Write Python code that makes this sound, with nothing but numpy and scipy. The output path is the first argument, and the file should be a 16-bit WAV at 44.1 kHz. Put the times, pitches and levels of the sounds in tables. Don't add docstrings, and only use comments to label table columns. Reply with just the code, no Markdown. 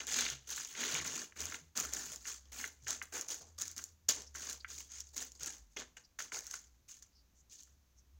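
import sys
import numpy as np
from scipy import signal
from scipy.fft import rfft, irfft
from scipy.io import wavfile
from scipy.ndimage import uniform_filter1d

SR = 44100
rng = np.random.default_rng(int(sys.argv[2]) if len(sys.argv) > 2 else 0)


def digitize_waveform(pressure):
    field = np.atleast_2d(pressure).T
    bounded = np.clip(field, -1, 1)
    quanta = np.round(bounded * 32767).astype(np.int16)
    wavfile.write(sys.argv[1], SR, quanta)


N = 361179


def from_db(db):
    return 10 ** (np.asarray(db) / 20)


def rms_one(x):
    return x / np.sqrt(np.mean(x ** 2) + 1e-20)


def in_time(rows):
    times, *columns = np.transpose(rows)
    return [np.interp(np.arange(N) / SR, times, column) for column in columns]


def add(out, start_s, sound):
    at = int(np.clip(start_s * SR, 0, N - 1))
    out[at:at + len(sound)] += sound[:N - at]


def convolve(x, response):
    return signal.oaconvolve(x, response)[:len(x)]


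def response_of(spectrum, size=4096):
    hz, db = np.transpose(spectrum)
    grid_hz = np.maximum(np.fft.rfftfreq(size, 1 / SR), 1)
    gain = from_db(np.interp(np.log(grid_hz), np.log(hz), db))
    cepstrum = irfft(np.log(gain))
    cepstrum[1:size // 2] *= 2
    cepstrum[size // 2 + 1:] = 0
    return rms_one(irfft(np.exp(rfft(cepstrum)))) / np.sqrt(size)


def burst(t60, size=4096):
    decay = from_db(-60 * np.arange(size) / SR / t60)
    return rms_one(rng.standard_normal(size) * decay) / np.sqrt(size)


def band(x, hz, ratio):
    edges = [hz / ratio, hz * ratio]
    return signal.sosfilt(signal.butter(2, edges, "band", fs=SR, output="sos"), x)


def drift(per_s):
    knots = rng.standard_normal(N // 20)
    return rms_one(np.interp(np.arange(N) / SR * per_s, np.arange(len(knots)), knots))


def brighten(x, pivot_hz, bright_db):
    low = signal.sosfiltfilt(signal.butter(3, pivot_hz, fs=SR, output="sos"), x)
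    return low + from_db(bright_db) * (x - low)


def steady(x):
    x = rms_one(x)
    power = uniform_filter1d(uniform_filter1d(x ** 2, size=900), size=600)
    return x / np.sqrt(np.maximum(power, 1e-9))


# frequency_hz, density_db
AIR_SPECTRUM = [(25, -7.5), (65, 4), (130, -7), (260, -11.5), (430, -19), (900, -21.5), (3300, -25),
                (5200, -24), (6400, -19), (8600, -35), (13500, -29.5), (15000, -25), (16000, -34.5)]


def still_air(level_db=-73):
    return from_db(level_db) * rms_one(convolve(rng.standard_normal(N), response_of(AIR_SPECTRUM)))


# time_s, pitch_hz, relative_level_db
HUM_CURVE = [(0.0, 71, -73), (0.04, 69.4, -66), (0.41, 66.7, -65.5), (0.7, 67, -77), (1.03, 77.6, -60),
             (1.3, 79.0, -84), (1.43, 82, -58), (1.64, 81.3, -72), (1.78, 67.65, -77), (1.87, 63.1, -58),
             (2.0, 58.45, -69), (3.17, 76.7, -63.5), (3.37, 76.8, -79), (3.49, 81.6, -65.5),
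             (3.9, 85.7, -68.5), (4.22, 69.55, -62), (5.31, 69.69, -67), (5.7, 52.5, -65),
             (6.09, 62.25, -82.5), (6.34, 62.7, -73), (6.61, 57.8, -67), (6.93, 62.8, -78.5),
             (7.25, 60.4, -73), (7.53, 66.5, -80.5), (8.1, 66.3, -68), (8.19, 64.9, -61.5)]


def hum(waver_hz=4.0, waver_db=3.0, trim_db=-0.9):
    hz, db = in_time(HUM_CURVE)
    phase = 2 * np.pi * np.cumsum(hz + waver_hz * drift(40)) / SR
    return from_db(db + trim_db + waver_db * drift(16)) * rms_one(np.sin(phase))


# centre_s, length_s, pitch_hz, level_db
HISSES = [(4.275, 0.029, 5600, -54), (4.608, .025, 4500, -57), (6.05, .04, 5140, -68),
          (7.172, 0.13, 4910, -71), (7.386, .09, 6410, -68), (7.992, 0.079, 6030, -69.5)]


def hisses(flutter_db=2.5):
    out = np.zeros(N)
    for centre_s, length_s, hz, db in HISSES:
        swell = np.hanning(int(length_s * SR))
        hiss = rms_one(band(rng.standard_normal(SR), hz, ratio=1.106))[-len(swell):]
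        gain = from_db(db + flutter_db * drift(150)[:len(swell)])
        add(out, centre_s - length_s / 2, gain * swell * hiss)
    return out


# start_s, pitch_hz, level_db (before the rise softens the peak)
THUDS = [(0.163, 241.6, -42.5), (.315, 134.1, -51), (0.783, 242.2, -45.5), (0.932, 152.9, -47),
         (1.0, 150, -49), (1.61, 159.7, -58), (2.82, 124.6, -56.5), (5.18, 249.6, -57),
         (5.77, 249.5, -51.5)]


def tray_thuds(t60=0.28, rise_s=0.008):
    out, t = np.zeros(N), np.arange(SR // 2) / SR
    rise = 1 - np.exp(-t / rise_s)
    for start_s, hz, db in THUDS:
        add(out, start_s, from_db(db - 60 * t / t60) * rise * np.sin(2 * np.pi * hz * t))
    return out


def hit(t60):
    pulse = burst(t60)
    pulse[0] += 1
    return pulse


# frequency_hz, density_db
KNOCK_SPECTRUM = [(200, -26), (700, -14.5), (1200, -12.5), (1560, -4.5), (1830, -9.5), (2120, -5),
                  (2550, -11), (2900, -4.5), (3800, -19.5), (6500, -26), (9000, -70)]
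# start_s, peak_db, pitch_hz
KNOCKS = [(0.0054, -36, 2620), (0.186, -28, 2180), (0.2646, -26.5, 1920), (0.5787, -33, 1440),
          (0.7516, -34.5, 2040), (0.833, -30, 1960), (0.9515, -24.5, 2900), (1.0008, -32, 2190),
          (1.0505, -35.5, 2020), (1.3229, -44, 1660), (1.3628, -45, 1557), (1.5229, -32, 1571),
          (1.5448, -30, 1781), (2.2542, -37.5, 2240), (2.6, -38, 1696), (2.6415, -26, 1667),
          (2.8693, -34, 1777), (3.016, -31, 1679), (3.7914, -39, 1670), (4.351, -38.5, 1570),
          (4.6464, -29.5, 1656), (5.7689, -32.5, 2069), (5.8197, -40.5, 1300), (5.9692, -39.5, 2356),
          (6.1893, -35, 1550), (6.2031, -34, 1660), (6.3205, -32, 1570), (6.54, -35.5, 1301),
          (7.675, -68, 1510)]


def nut_knocks():
    out, tone = np.zeros(N), response_of(KNOCK_SPECTRUM)
    for start_s, db, hz in KNOCKS:
        knock = band(convolve(hit(t60=0.025), tone), hz, ratio=1.42)
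        add(out, start_s, from_db(db) * knock / np.abs(knock).max())
    return out


# frequency_hz, density_db
SNAP_SPECTRUM = [(1000, -27.5), (3000, -13.5), (5000, -2.5), (6300, 8), (7100, 6.5), (8400, -13),
                 (13000, -14), (15000, -11.5), (16500, -15.5)]
# start_s, peak_db
SNAPS = [(0.0692, -27.5), (0.1244, -24), (0.3011, -23), (0.5045, -28), (0.5616, -30), (0.6487, -33),
         (0.9444, -23), (1.0672, -30.5), (1.1607, -30), (1.4053, -24.5), (1.4157, -27), (1.4553, -23.5),
         (1.775, -17), (1.8009, -18.5), (1.936, -20.5), (2.16, -31.5), (2.8825, -24.5), (2.9071, -21.5),
         (3.0255, -32), (3.2116, -23.5), (3.2854, -28.5), (3.3445, -35), (3.5876, -29.5), (3.6154, -22.5),
         (3.6204, -21), (3.68, -28.5), (3.7146, -35), (3.7646, -33.5), (3.7799, -28.5), (3.8402, -27.5),
         (4.0891, -11.5), (4.0926, -17), (4.0981, -22), (4.1094, -25), (4.1624, -31), (4.22, -36.5),
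         (4.4483, -36), (4.498, -25.5), (4.5293, -28.5), (4.786, -34), (5.005, -29.5), (5.1667, -29),
         (5.179, -24.5), (5.2257, -29), (5.3196, -38), (5.4325, -26.5), (5.4605, -26), (6.223, -30.5),
         (6.343, -33), (6.3901, -28.5), (6.4678, -31.5), (6.5121, -30), (6.9174, -39), (7.0249, -40),
         (7.6335, -44)]


def crease_snaps(foil_gain, small_per_s=16, small_above_foil_db=13):
    out, tone = np.zeros(N), response_of(SNAP_SPECTRUM)
    flips = np.flatnonzero(rng.random(N) < small_per_s / SR)
    small = [(at / SR, 20 * np.log10(foil_gain[at]) + small_above_foil_db) for at in flips]
    for start_s, db in list(SNAPS) + small:
        click = convolve(hit(t60=0.009), tone)
        add(out, start_s, from_db(db) * click / np.abs(click).max())
    return out


# foil_db_per_s, nuts_db_per_s, tray_db_per_s
RELEASE_RATES = [249.5, 284, 196]
# start_s, swell_s, slide_s, sag_db, foil_db, nuts_db, tray_db,
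# foil_bright_db, nuts_bright_db, tray_bright_db
STROKES = [(0.0, 0.0058, 0.0018, 6.0, -41, -44.5, -51.5, -10, -5, 4.0),
           (0.068, 0.0094, 0.13, -5.0, -42.0, -48.5, -59, -5.0, 6, 4.5),
           (0.184, 0.004, 0.125, 6.0, -37.5, -39, -52.0, -5.5, 7, 3),
           (0.471, 0.032, 0.15, 3, -44.0, -52.5, -64.0, -1, 3, 5.5),
           (0.67, 0.018, 0.061, 0.0, -53.0, -59.5, -71.5, 3, 5, 0.0),
           (0.751, 0.057, 0.1877, 1.0, -41.0, -44.0, -52.5, -3.5, 3, 5.5),
           (1.035, 0.026, 0.17, 5.0, -44.0, -51.0, -55.0, -2.5, 1, -2),
           (1.358, 0.051, 0.14, 3.5, -46.0, -51.5, -57.0, 0, 0, 1.5),
           (1.753, 0.03, 0.11, 10.0, -40.0, -46.5, -51.5, 0, -5, -1.5),
           (1.92, 0.013, 0.2, 5.0, -44.0, -53.5, -58, 0.5, -2, -1.5),
           (2.2, 0.01, 0.028, 7, -58.0, -72, -76.0, 0.0, -4, 0.0),
           (2.244, 0.041, 0.038, 2.5, -43.0, -53.5, -66, -2, -3, 4.0),
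           (2.43, 0.02, 0.03, 4.0, -67.0, -73.0, -73.5, -9, 3.5, -5),
           (2.518, 0.087, 0.051, 2.0, -44.5, -52, -58.5, 3, 3, 4),
           (2.8, 0.04, 0.02, -2, -64.0, -81, -75.0, -3.0, 2, -11),
           (2.864, 0.021, 0.043, 3.5, -40.0, -49, -56.5, -5, 0, 5.5),
           (3.024, 0.004, 0.018, 8.0, -51.0, -57.5, -63.5, 7, -6, 1.0),
           (3.122, 0.026, 0.07, 9.0, -40.0, -46.5, -49.5, 0.5, -4.5, 10.5),
           (3.28, 0.03, 0.022, 3.0, -41.0, -52.5, -58, -1, 2.0, 9.5),
           (3.4, 0.015, 0.067, 9.5, -57.0, -71, -62, -11, -5, 1),
           (3.579, 0.038, 0.09, 13.0, -42.0, -53.5, -60, -2.0, -3.5, -2),
           (3.763, 0.012, 0.101, 16.0, -47.0, -58.5, -61.5, 2, 0, 1),
           (4.085, 0.005, 0.048, 13.0, -30.0, -41, -48.5, -7, 2.5, 4.0),
           (4.146, 0.023, 0.074, 15.0, -49.0, -57, -56.0, -8, 0, 6.5),
           (4.342, 0.0039, 0.163, -5.0, -49.0, -57.5, -65, -1.0, 1, 4.5),
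           (4.68, 0.025, 0.095, 0.0, -49.0, -59.5, -68.0, -0.5, 4, -2),
           (4.889, 0.0281, 0.09, 1.0, -50.5, -63, -74.5, -7, 3, -2),
           (5.055, 0.0078, 0.02, 6.0, -59, -82.5, -81.0, -5, 4, 2),
           (5.13, 0.0054, 0.022, 0, -57, -71, -71, 0, -2, 8),
           (5.16, 0.0061, 0.061, 5.5, -42, -51.5, -58.0, 1, 4, 8),
           (5.345, 0.0073, 0.015, 5.0, -59.0, -80, -72, -4.0, 0.0, 7),
           (5.394, 0.03, 0.11, 5.5, -45.5, -55.0, -60.0, -3, 0, 0.5),
           (5.703, 0.0081, 0.048, 3.0, -70, -87, -86.0, -6, 0.0, -4),
           (5.763, 0.0054, 0.073, 16.0, -45.0, -48, -50, -12, -0.0, 3.0),
           (5.967, 0.003, 0.019, 15.0, -50.5, -55.5, -62, -12, -4, 18),
           (6.188, 0.002, 0.033, 3.5, -43.0, -51, -59, -3.0, -2.5, 5),
           (6.319, 0.0086, 0.054, 3.5, -42.5, -52, -56.5, -5, -7, 12),
           (6.43, 0.01, 0.05, 2.0, -56, -66.5, -90, 1, -6.0, 6),
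           (6.498, 0.049, 0.044, 17, -42, -53.5, -64.5, -2.5, -4, 12),
           (6.63, 0.0096, 0.0062, 2.0, -63, -75.0, -81, -8, -8, 6.0),
           (6.88, 0.013, 0.045, 2.0, -53.5, -65.5, -84, -1, 6, -5),
           (7.022, 0.0044, 0.0061, 11.0, -53, -64.0, -75, -9.0, 0, 0.0),
           (7.496, 0.023, 0.087, -1.5, -58.5, -72.0, -80.5, -5.5, 14, -12),
           (7.66, 0.011, 0.028, 4.5, -71, -78.5, -85, -6.5, -3.0, -1)]


def stroke_gains(first_touch_db=-11, settle_db=-18, settle_db_per_s=92, waver_db=1.54):
    t, power = np.arange(0, N, 20) / SR, 1e-14
    for start_s, swell_s, slide_s, sag_db, *levels_db in np.array(STROKES)[:, :7]:
        age = t - start_s
        swell_left = np.clip(1 - age / swell_s, 0, 1)
        slide_done = np.clip((age - swell_s) / slide_s, 0, 1)
        pressure_db = first_touch_db * swell_left - sag_db * slide_done
        pressed = (age >= 0) * from_db(np.c_[levels_db] + pressure_db)
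        lifted_s = np.maximum(age - swell_s - slide_s, 0)
        release = from_db(-np.outer(RELEASE_RATES, lifted_s))
        settling = from_db(settle_db - settle_db_per_s * lifted_s)
        power = power + (pressed * np.maximum(release, settling)) ** 2
    gains = np.array(in_time(np.c_[t, np.sqrt(power).T]))
    gains = uniform_filter1d(gains, size=130)
    return gains * from_db(waver_db * drift(40))


def stroke_brightness():
    rows = np.array(STROKES)
    latest = np.maximum(np.searchsorted(rows[:, 0], np.arange(N) / SR) - 1, 0)
    return rows[latest, -3:].T


def contacts(per_s, clump_db, spread_db):
    touching = rng.random(N) < per_s * from_db(clump_db * drift(90)) / SR
    return touching * from_db(spread_db * np.minimum(rng.exponential(1, N), 4))


def shiver(touches, t60, rub):
    decay = from_db(-120 / (t60 * SR))
    power = signal.lfilter([1], [1, -decay], touches ** 2 + 1e-18)
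    return rms_one(np.sqrt(power / power.mean() + rub ** 2) * rng.standard_normal(N))


def rattle(touches, spectrum, t60, vary_db, rub, bands):
    centres = np.geomspace(spectrum[0][0], spectrum[-1][0], bands)
    at, rings = np.flatnonzero(touches), np.zeros(N)
    for hz in centres:
        strengths = np.zeros(N)
        strengths[at] = touches[at] * from_db(vary_db * np.clip(rng.standard_normal(len(at)), -2, 2))
        rings += band(shiver(strengths, t60, rub), hz, ratio=np.sqrt(centres[1] / centres[0]))
    return convolve(rings, response_of(spectrum))


# frequency_hz, density_db
FOIL_SPECTRUM = [(2100, -39), (3500, -15.5), (4400, -7.5), (5600, -3), (6450, 6), (7000, 2), (8200, -11),
                 (10000, -16.5), (13500, -21), (14700, -13.5), (15700, -10), (16400, -30)]
NUTS_SPECTRUM = [(400, -46.5), (800, -18.5), (1150, -6.5), (1600, -2.5), (2150, -5), (2500, -6),
                 (3200, -5.5), (3900, -7.5), (4600, -10), (6000, -34)]
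TRAY_SPECTRUM = [(60, -37.5), (120, -6.5), (190, -5), (250, 0.5), (330, -4.5), (490, -4.5), (620, -7.5),
                 (800, -8.5), (1100, -11), (1800, -41)]


def spreading(foil_gain, nuts_gain, tray_gain, middling_per_s=950, middling_db=-45):
    foil_bright, nuts_bright, tray_bright = stroke_brightness()
    per_s = middling_per_s * (foil_gain / from_db(middling_db)) ** 0.15
    touches = contacts(per_s, clump_db=2.5, spread_db=3.5)
    crinkle = rattle(touches, FOIL_SPECTRUM, t60=0.023, vary_db=8.0, rub=0.46, bands=9)
    clatter = rattle(touches, NUTS_SPECTRUM, t60=0.03, vary_db=8.0, rub=0.12, bands=14)
    rumble = rattle(touches, TRAY_SPECTRUM, t60=0.031, vary_db=10.5, rub=0.31, bands=13)
    return (from_db(-0.5) * foil_gain * steady(brighten(crinkle, 8570, foil_bright))
            + from_db(0.66) * nuts_gain * steady(brighten(clatter, 2300, nuts_bright))
            + from_db(-0.5) * tray_gain * steady(brighten(rumble, 330.23, tray_bright)))


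def kitchen(direct, near_db, near_t60, far_db, far_t60, wall_hz):
    near = convolve(direct, np.pad(burst(near_t60), (60, 0)))
    far = convolve(direct, np.pad(burst(far_t60, size=32768), (400, 0)))
    walls = signal.butter(2, wall_hz, fs=SR, output="sos")
    return direct + from_db(near_db) * near + from_db(far_db) * signal.sosfilt(walls, far)


def scene():
    foil_gain, nuts_gain, tray_gain = stroke_gains()
    direct = spreading(foil_gain, nuts_gain, tray_gain)
    direct += nut_knocks() + tray_thuds() + hisses() + crease_snaps(foil_gain)
    air = still_air()
    heard = kitchen(direct, near_db=-12.0, near_t60=0.056, far_db=-14.5, far_t60=0.31, wall_hz=8000)
    return (heard + hum() + air)[None]


def record(dry):
    cutoff_hz = 16200
    return signal.sosfilt(signal.ellip(10, 0.3, 70, cutoff_hz, fs=SR, output="sos"), dry)


dry = scene()
out = record(dry)
digitize_waveform(out)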